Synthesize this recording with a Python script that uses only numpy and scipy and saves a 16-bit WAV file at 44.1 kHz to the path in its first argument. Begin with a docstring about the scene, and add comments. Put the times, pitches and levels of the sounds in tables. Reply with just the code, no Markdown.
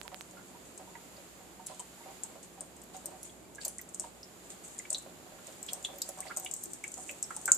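"""Four dry ticks on the right open the scene while a cat laps water in a steel kitchen sink, close by.
Tiny bubbles snap as short sine rings in noise spray, and bigger bubbles ring lower and uneven.
Each lap is a soft sine gulp with noise churn ringing the air of the basin; filtered drops fizz and swish.
Basin walls and kitchen echo the bubbles by decaying noise, over shaped room rumble, hiss and sine hum."""
import sys
import numpy as np
from scipy import signal
from scipy.fft import rfft, irfft
from scipy.io import wavfile
from scipy.ndimage import uniform_filter1d

SR = 44100
rng = np.random.default_rng(int(sys.argv[2]) if len(sys.argv) > 2 else 0)


def ratio(d):
    """dB to gain"""
    e = np.asarray(d, float) / 20
    return 10 ** e


def master_out(mix):
    """Clip the mix to full scale and print it as 16-bit PCM to the path in sys.argv[1]."""
    frames = np.transpose(np.atleast_2d(mix))
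    ceiling = np.clip(frames, -1, 1)
    pcm = np.round(ceiling * 32767).astype(np.int16)
    wavfile.write(sys.argv[1], SR, pcm)


N = 333837

# small snapping bubbles: start_s, level_db (ring peak), pitch_hz (at the start),
# pan_db (left minus right), air_db (spray at 9-14.5 kHz)
SNAP_EVENTS = [(0.0307, -42, 7300, 2, -74.3), (0.7762, -34.5, 7770, 6, -66.0),
               (1.6632, -34, 7580, 6, -52.9), (1.6676, -27.5, 10370, -3, -46),
               (1.7951, -31.5, 7860, 4, -63.4), (1.8, -30.5, 8270, 6, -58.9), (2.2342, -24.1, 7700, 5, -63),
               (2.4289, -38.5, 8480, 4, -66.1), (2.6073, -25.2, 8520, 5, -54),
               (2.8164, -41, 8510, 7, -70.6), (2.8368, -44, 13090, 2, -53),
               (2.9658, -33.5, 6900, -2, -49.1), (3.0573, -24.8, 8480, 3, -37),
               (3.2303, -31.0, 10190, -2, -42), (3.5485, -43.4, 6980, 0, -56.8),
               (3.5557, -39, 7620, 1, -70.7), (3.6493, -23, 7500, 0, -33), (3.6516, -24, 8100, 5, -34),
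               (3.6804, -22, 9740, 0, -37), (3.7829, -27.5, 7700, 2, -63.6), (3.8136, -33, 14040, 0, -44),
               (3.8894, -41.5, 7750, 5, -65.5), (3.9379, -44, 7900, 4, -69.2),
               (3.9452, -27.5, 7400, -3, -74.3), (3.9965, -20.5, 7670, 6, -57),
               (4.0043, -34, 9300, -3, -54.1), (4.7813, -36.8, 8760, 8, -63.2),
               (4.7889, -26.5, 7200, 2, -55.4), (4.8997, -34, 7400, -4, -47.4),
               (4.9036, -19, 7950, 5, -50.8), (4.9287, -22, 7900, 13, -51.9),
               (4.9459, -31.8, 5970, -1, -47.9), (4.9725, -38.8, 7560, 3, -61.0),
               (4.9818, -31.5, 7440, 1, -50.8), (5.0232, -43.7, 10210, 2, -62.1),
               (5.4689, -39, 7260, 0, -56.4), (5.6282, -27.5, 7770, 2, -44),
               (5.6636, -33.5, 7650, 4, -48.1), (5.7319, -20.9, 8100, 4, -34),
               (5.8267, -37.4, 7100, 0, -53.5), (5.8425, -33.6, 7150, 3, -59.9),
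               (5.8493, -27.5, 7080, 0, -63.2), (5.9837, -35, 13590, 1, -44), (6.0181, -20.5, 7470, 4, -32),
               (6.0894, -27.5, 10400, 0, -38.4), (6.1866, -38, 7340, 2, -58.8),
               (6.2043, -24.5, 8300, 3, -42.2), (6.3646, -27.3, 7000, 0, -54), (6.3711, -17, 8220, 5, -34),
               (6.3809, -29.4, 8650, 2, -57), (6.3975, -32, 13540, 3, -39), (6.4467, -29.5, 9800, 3, -44),
               (6.5122, -24.5, 7600, 8, -49.8), (6.5372, -23, 7560, 3, -39), (6.5642, -36, 7940, 9, -55),
               (6.6365, -27.5, 8140, 3, -32), (6.656, -30, 7520, 3, -57), (6.7335, -26.5, 8180, 5, -44),
               (6.8386, -30.6, 7520, 4, -53.4), (6.8789, -31.5, 7620, 8, -56),
               (6.9178, -34.8, 8420, 6, -53), (6.9404, -26.5, 7100, 1, -51.8),
               (7.095, -33.5, 7390, 3, -59.3), (7.1112, -34, 7080, 3, -45), (7.2266, -15.0, 7720, 0, -58),
               (7.3053, -36, 7410, 2, -61.6), (7.3644, -23, 8420, 5, -48), (7.4138, -38, 8290, 3, -65.5),
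               (7.4562, -19.5, 7920, 4, -33), (7.4777, -20.5, 7700, 1, -49),
               (7.5177, -0.8, 7240, -0.5, -36), (7.5467, -27, 7360, -1, -35)]
# faint snaps at random moments: how many chances, typical level and its scatter, typical pitch
FAINT_CHANCES, FAINT_DB, FAINT_SCATTER_DB, FAINT_HZ = 60, -44.5, -0.5, 7600
FAINT_HALF_DB = -56  # fizz level that lets half of the chances sound
# spray near 7 kHz: its level around a -30 dB snap, and the dB it gains for each dB of the snap
SPRAY_DB, SPRAY_GROWTH = -40, 0.72

# larger bubbles: start_s, level_db (before roughening), pitch_hz (at the start), pan_db (left minus right)
BUBBLE_EVENTS = [(0.3681, -47.5, 1382, -3.5), (0.3894, -48.5, 1430, -6), (0.4114, -52, 1426, -1.0),
                 (0.9517, -45.5, 1954, -8), (1.1657, -48, 4730, -3.0), (1.6626, -50, 4340, -2.0),
                 (1.7952, -47.5, 3110, -4), (2.0364, -57, 2120, -3.0), (2.0853, -57, 2380, -4.0),
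                 (3.2944, -49, 3340, 2), (3.4494, -59, 2320, -4.0), (3.581, -41, 1637, -2.0),
                 (3.613, -41, 4530, -4), (3.6492, -36, 4600, -3.0), (3.79, -44.5, 1953, -3.0),
                 (3.9956, -42, 5490, 1.0), (4.23, -40, 5270, -4), (4.795, -47.5, 2030, 1),
                 (4.8504, -43, 2280, 4), (4.9458, -27.5, 3970, -0.5), (5.3832, -54, 1384, -6),
                 (5.6863, -35, 3315, -3.0), (5.8472, -25.5, 3440, 0.0), (6.0185, -28, 4750, -4),
                 (6.1874, -49, 1120, -9), (6.281, -42.5, 4600, -6.0), (6.3065, -37, 1354, -5),
                 (6.461, -33, 2875, -6), (6.8389, -33.5, 2240, -3), (7.0917, -35.5, 2550, -4),
                 (7.2399, -40, 5560, -1.5), (7.304, -34.5, 1336, -4), (7.4774, -26.5, 1527, -2.0),
                 (7.4814, -28.5, 1406, -4)]
RING_CYCLES = 10.05  # after its swell, a bubble fades to about a third in this many cycles
BUBBLE_SWELL = 0.55  # share of the ring time
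# bubbles that whistle upward as a pocket of air closes:
# start_s, level_db (before roughening), pitch_hz (at the start), length_ms (swell plus fade to a third)
CHIRP_EVENTS = [(6.21, -52, 1196, 33), (6.265, -45.5, 1770, 6.4), (6.293, -41, 1004, 23.4)]
CHIRP_RISE, CHIRP_SWELL = 0.42, 0.59  # octaves per 10 ms, share of the length

# strokes of the tongue: start_s, level_db (relative), pitch_hz (centre), length_ms (nominal)
LAP_EVENTS = [(0.047, -41.5, 974, 28), (0.116, -39, 752, 24), (0.332, -46.5, 726, 30),
              (0.542, -44, 962, 31), (0.794, -42, 740, 27), (0.872, -44.5, 940, 28),
              (0.948, -42.5, 930, 34), (1.173, -46.5, 619, 23), (1.4, -46.5, 748, 28),
              (1.593, -44, 908, 25), (1.695, -40, 748, 22), (1.715, -43, 1007, 19), (1.794, -37.5, 980, 22),
              (2.002, -43.5, 926, 23), (2.057, -40, 766, 21), (2.081, -46, 788, 40),
              (2.231, -46.5, 932, 28), (2.295, -47.5, 754, 24), (2.353, -45, 630, 17),
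              (2.572, -46, 780, 28), (2.609, -43, 751, 19), (2.942, -40, 749, 28), (3.038, -50, 635, 31),
              (3.076, -47, 730, 45), (3.112, -44.5, 764, 28), (3.654, -41.5, 647, 28),
              (3.998, -47, 623, 25), (4.038, -35, 938, 26), (4.495, -43.5, 412, 23),
              (4.905, -46.5, 633, 45), (5.058, -44.5, 620, 28), (5.261, -46, 756, 24),
              (5.321, -48.5, 624, 21), (5.474, -43.5, 627, 25), (5.717, -45.5, 735, 36),
              (5.758, -48.5, 727, 49), (5.884, -42, 733, 28), (5.933, -46, 546, 28), (6.049, -47, 760, 19),
              (6.086, -41, 630, 18), (6.17, -41, 748, 37), (6.248, -43.5, 728, 43), (6.366, -38, 739, 37),
              (6.437, -46, 722, 41), (6.659, -41.5, 342, 24), (6.971, -42.5, 715, 28),
              (7.094, -48, 563, 36), (7.363, -41, 857, 29), (7.48, -43.5, 549, 38)]
# low gulps spread through the basin, higher ones come from the right:
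# left minus right dB up to 700 Hz, and its change per octave above
LAP_PAN_DB, LAP_PAN_DB_PER_OCTAVE = -3, -8
# resonances of the air in the basin: pitch_hz, width_hz, level_db (relative)
BASIN_MODES = [(356, 9.3, 1), (563.7, 26, 0.5), (626, 34, -3), (748, 19.7, -4.1), (907, 41, -8.5)]

# restless water between the snaps: start_s, level_db (fizz before its flutter)
FIZZ_LEVELS = [(0, -62), (0.9, -74), (1.35, -72), (2.0, -75), (3.4, -65.5), (4.4, -67), (5.3, -78),
               (5.7, -59.5), (6.3, -59), (6.55, -48.5), (6.8, -56.5), (7.2, -56), (7.57, -52)]
# soft sheets of spray without a snap:
# start_s, level_db (high band), fade_ms (to a third), low_db (2.2-5.4 kHz band relative to the high one)
SWISH_EVENTS = [(0.15, -53, 40, -20), (0.64, -56, 50, -14), (1.67, -54.5, 110, -1), (2.1, -61, 44, 0.5),
                (2.42, -52.5, 22, -9), (2.93, -52, 41, -3), (3.24, -48, 28, -12), (3.6, -46.5, 58, -4.5),
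                (4.02, -61, 51, 2), (4.494, -46, 22, -8.5), (4.63, -49, 110, -15), (5.45, -58.5, 78, 1),
                (5.675, -58, 20, 12), (6.25, -59, 77, 5.5)]
SWISH_SWELL_MS = 17.3

# echoes: level of each tail, and the time it takes to fall 60 dB
WALL_DB, WALL_T60_S = -6, 0.06
KITCHEN_DB, KITCHEN_T60_S = -12, 0.32

# dry ticks, strongest on the right: first_s, spacing_s, level_db (right), undershoot_ms (fade to a third)
TICK_TRAIN = (0.01455, 0.0651, -23.5, 0.25)

# colour of the room tone: pitch_hz, level_db (relative, per Hz)
ROOM_COLOUR = [(30, -27), (59, -10), (106, -6), (183, -1.5), (368, -1), (476, -4.5), (758, -5.5), (956, -9),
               (1780, -13), (4700, -17), (6000, -20.5), (6800, -10.5), (7300, -10), (8600, -19),
               (10500, -17.5), (14400, -22)]
# stereo lean of the room tone: pitch_hz, pan_db (left minus right)
ROOM_LEAN = [(60, -5), (110, 2.5), (200, -1), (380, -3), (700, -4), (1290, -3), (2380, -2.5), (4400, -2),
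             (8120, -2), (15000, -1)]
# how alike the two sides are: pitch_hz, likeness (0-1)
ROOM_LIKENESS = [(60, 0.47), (290, 0.7), (640, 0.53), (1400, 0), (4000, 0.06)]
ROOM_DB, HISS_TOP_HZ = -55, 14700  # rms of the two sides' average before the slow swelling, top of the hiss
# hum partials: pitch_hz, level_db (rms before wavering)
HUM_PARTIALS = [(59.3, -72), (183, -69), (358, -70.5)]


def along(table, hz):
    """Read (Hz, value) points on a log-frequency axis."""
    point_hz, values = np.transpose(table)
    return np.interp(np.log(hz + 1), np.log(point_hz), values)


def band(x, lo_hz, hi_hz):
    """Band-pass, scaled to rms 1."""
    sos = signal.butter(2, [lo_hz, min(hi_hz, SR * .45)], "band", fs=SR, output="sos")
    y = signal.sosfilt(sos, x)
    return y / y.std()


def walk(rate):
    """Random levels held 1 / rate s, then smoothed twice into a wandering curve."""
    hold = int(SR / rate)
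    steps = np.repeat(rng.standard_normal(N // hold + 1), hold)
    return 1.3 * uniform_filter1d(uniform_filter1d(steps, hold), hold)[:N]


def add(out, s, sound, pan_db):
    """Mix a short sound in at s seconds, panned by left minus right dB."""
    i = max(int(s * SR), 0)
    n = min(len(sound), N - i)
    out[:, i:i + n] += sound[:n] * ratio(np.array([[pan_db], [-pan_db]]) / 2)


def shape(t, swell_ms, ring_ms):
    """Smooth swell to 1, then exponential decay to about a third every ring_ms."""
    swell, ring = max(swell_ms, .05) / 1000, max(ring_ms, .1) / 1000
    rise = np.sin(np.pi / 2 * np.minimum(t / swell, 1)) ** 2
    return rise * np.exp(-np.maximum(t - swell, 0) / ring)


def bubble(hz, swell_ms, ring_ms, rise):
    """A ringing bubble; its pitch climbs rise octaves per 10 ms as it nears the surface."""
    t = np.arange(int(SR * .08)) / SR
    pitch = np.minimum(hz * 2 ** (rise * t * 100), SR * .4)
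    return shape(t, swell_ms, ring_ms) * np.sin(2 * np.pi * np.cumsum(pitch) / SR)


def snaps():
    """Each snap is a few cycles of a tiny bubble with a ragged burst of spray around it."""
    rings, near, air = np.zeros((3, 2, N))
    t = np.arange(int(SR * .05)) / SR
    for s, db, hz, pan_db, air_db in list(SNAP_EVENTS) + faint_snaps():
        near_db = SPRAY_DB + SPRAY_GROWTH * (db + 30)
        add(rings, s, ratio(db) * bubble(hz, 0.83, 0.55, 0.06), pan_db)
        add(near, s, ratio(near_db) * shape(t, 0.9, 4.46), pan_db)
        add(air, s, ratio(air_db) * shape(t, 0.8, 4.0), 0.27 * pan_db)
    shared, apart = rng.standard_normal(N), rng.standard_normal((2, N))
    spray = (shared + 0.8 * apart) * ratio(1.5 * walk(400))  # fast flutter makes it ragged
    return rings + near * band(spray, 6500, 9300) + air * band(spray, 9000, 14500)


def faint_snaps():
    """Random extra snaps, as rows of SNAP_EVENTS; restless water lets more of them through."""
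    s, db = np.transpose(FIZZ_LEVELS)
    even, bell = rng.random((FAINT_CHANCES, 2)), rng.standard_normal((FAINT_CHANCES, 4))
    start_s = even[:, 0] * N / SR
    sounds = even[:, 1] < 1 / (1 + ratio(FAINT_HALF_DB - np.interp(start_s, s, db)))
    level_db = FAINT_DB + FAINT_SCATTER_DB * bell[:, 0]
    pitch_hz = FAINT_HZ * (1 + 0.07 * bell[:, 1])
    pan_db = 3 + 4 * bell[:, 2]
    air_db = -62 + 4 * bell[:, 3]
    return list(np.c_[start_s, level_db, pitch_hz, pan_db, air_db][sounds])


def bubbles():
    """Lower bubbles trapped by the tongue; broken water makes their ring uneven, the small ones most."""
    rings, splash = np.zeros((2, 2, N))
    for s, db, hz, pan_db in BUBBLE_EVENTS:
        ring_ms = RING_CYCLES / hz * 1000
        swell_ms = BUBBLE_SWELL * ring_ms
        roughness = 0.15 + hz / 14000
        add(rings, s, ratio(db) * bubble(hz, swell_ms, ring_ms, 0.013), pan_db)
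        add(splash, s, ratio(db) * roughness * bubble(hz, swell_ms, 2 * ring_ms, 0), pan_db)
    for s, db, hz, ms in CHIRP_EVENTS:
        chirp = bubble(hz, CHIRP_SWELL * ms, (1 - CHIRP_SWELL) * ms, CHIRP_RISE)
        add(rings, s, ratio(db) * chirp, -3)
    slow = band(rng.standard_normal(N), 80, 400)
    quick = band(rng.standard_normal(N), 150, 700)
    return rings * (1 + 0.35 * slow) + splash * quick


def lap_pan(hz):
    """Left minus right dB of a gulp: the higher it is above 700 Hz, the further right."""
    return LAP_PAN_DB + LAP_PAN_DB_PER_OCTAVE * max(np.log2(hz / 700), 0)


def laps():
    """A soft gulp of water, and its churn ringing the basin modes that lie near the gulp's own pitch."""
    out, t = np.zeros((2, N)), np.arange(int(SR * .12)) / SR
    for s, db, hz, ms in LAP_EVENTS:
        add(out, s, ratio(db - 7.5) * bubble(hz, 0.25 * ms, 0.62 * ms, 0), lap_pan(hz))
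    churn = rng.standard_normal(N) + 0.67 * rng.standard_normal((2, N))
    for mode_hz, width_hz, mode_db in BASIN_MODES:
        strength = np.zeros((2, N))
        for s, db, hz, ms in LAP_EVENTS:
            reach = np.exp(-(np.log(mode_hz / hz) / 0.27) ** 2)  # near pitches drive the mode hardest
            add(strength, s, ratio(db - 7.0) * reach * shape(t, 0.14 * ms, 0.91 * ms), lap_pan(hz))
        b, a = signal.iirpeak(mode_hz, mode_hz / width_hz, SR)
        ringing = signal.lfilter(b, a, strength * churn)
        out += ratio(mode_db) * ringing * np.sqrt(SR / np.pi / width_hz)  # make up for the narrow band
    return out


def fizz():
    """Fine droplets of uneven size: a bed that follows the stirring, and swishes that also reach lower."""
    s, db = np.transpose(FIZZ_LEVELS)
    high, low = np.zeros((2, 2, N))
    high += ratio(np.interp(np.arange(N) / SR, s, db) + 5.6 * walk(27))
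    t = np.arange(int(SR * .4)) / SR
    for s, db, fade_ms, low_db in SWISH_EVENTS:
        swish = shape(t, SWISH_SWELL_MS, fade_ms)
        add(high, s, ratio(db) * swish, 1.5)
        add(low, s, ratio(db + low_db) * swish, -2.5)
    present = rng.random((2, N)) < 0.1
    size = ratio(2 * rng.exponential(size=(2, N)))
    drops = present * size * rng.standard_normal((2, N))
    return high * band(drops, 6640, 8660) + low * band(drops, 2200, 5400)


def echo(x):
    """Dense quick echoes off the basin walls, and the longer tail of the kitchen; each ear gets its own."""
    t = np.arange(int(SR * .5)) / SR
    out = x.copy()
    # gap: seconds over which the tail builds up
    for db, t60, gap in ((WALL_DB, WALL_T60_S, 0.0015), (KITCHEN_DB, KITCHEN_T60_S, 0.008)):
        decay = np.exp(-np.log(1000) * t / t60)
        tail = rng.standard_normal((2, len(t))) * decay * np.minimum(t / gap, 1) ** 2
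        tail = band(tail, 180, 10300)  # the walls soak up the top
        tail *= ratio(db) / np.sqrt((tail ** 2).sum(axis=1, keepdims=True))
        out += signal.fftconvolve(x.mean(axis=0, keepdims=True), tail, axes=1)[:, :N]
    return out


def ticks():
    """Four evenly spaced spikes, each with a slower undershoot, far fainter on the left."""
    first_s, spacing_s, db, under_ms = TICK_TRAIN
    t = np.arange(64) / SR
    undershoot = -0.55 * np.exp(-(t - 1.2e-4) * 1000 / under_ms)
    spike = np.where(t < 1.2e-4, 1, undershoot)
    out = np.zeros((2, N))
    for s in first_s + spacing_s * np.arange(4):
        add(out, s, ratio(db) * spike, 0)
    return out * ratio(np.array([[-18.0], [0]]))


def room():
    """Rumble largely shared by both sides, microphone hiss that is not, both swelling; the hum wavers."""
    hz = np.fft.rfftfreq(N, 1 / SR)
    alike = np.clip(along(ROOM_LIKENESS, hz), 0, 1)
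    mid, side = rfft(rng.standard_normal((2, N)), axis=1)
    sign = np.array([[1], [-1]])  # left, right
    pair = np.sqrt(1 + alike) * mid + sign * np.sqrt(1 - alike) * side
    pair *= ratio(along(ROOM_COLOUR, hz) + sign * along(ROOM_LEAN, hz) / 2)
    pair *= 1 / (1 + (hz / HISS_TOP_HZ) ** 120)
    low = 1 / (1 + (hz / 1000.) ** 4)  # splits rumble from hiss
    scale = ratio(ROOM_DB) / irfft(pair, N).mean(axis=0).std()
    rumble = irfft(pair * low, N) * ratio(0.7 * walk(6))
    hiss = irfft(pair * (1 - low), N) * ratio(1.2 * walk(3))
    t = np.arange(N) / SR
    hum = np.zeros(N)
    for partial_hz, db in HUM_PARTIALS:
        level = np.sqrt(2) * ratio(db + 2.4 * walk(13))
        hum += level * np.sin(2 * np.pi * partial_hz * t + 1.92 * walk(12))
    return scale * (rumble + hiss) + hum


def scene():
    """Echoing bubbles, laps and fizz below 14.9 kHz, over the room and the ticks."""
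    water = echo(snaps() + bubbles()) + laps() + fizz()
    water = signal.sosfilt(signal.ellip(8, .2, 50, 14900, fs=SR, output="sos"), water)
    return water + room() + ticks()


def top_cut(x):
    """Nothing passes above the cut-off."""
    return signal.sosfilt(signal.butter(12, 15800, fs=SR, output="sos"), x)


def record(dry):
    """Peaks beyond full scale are clipped flat."""
    mix = np.clip(dry, -1, 1)
    return top_cut(mix)


dry = scene()
out = record(dry)
master_out(out)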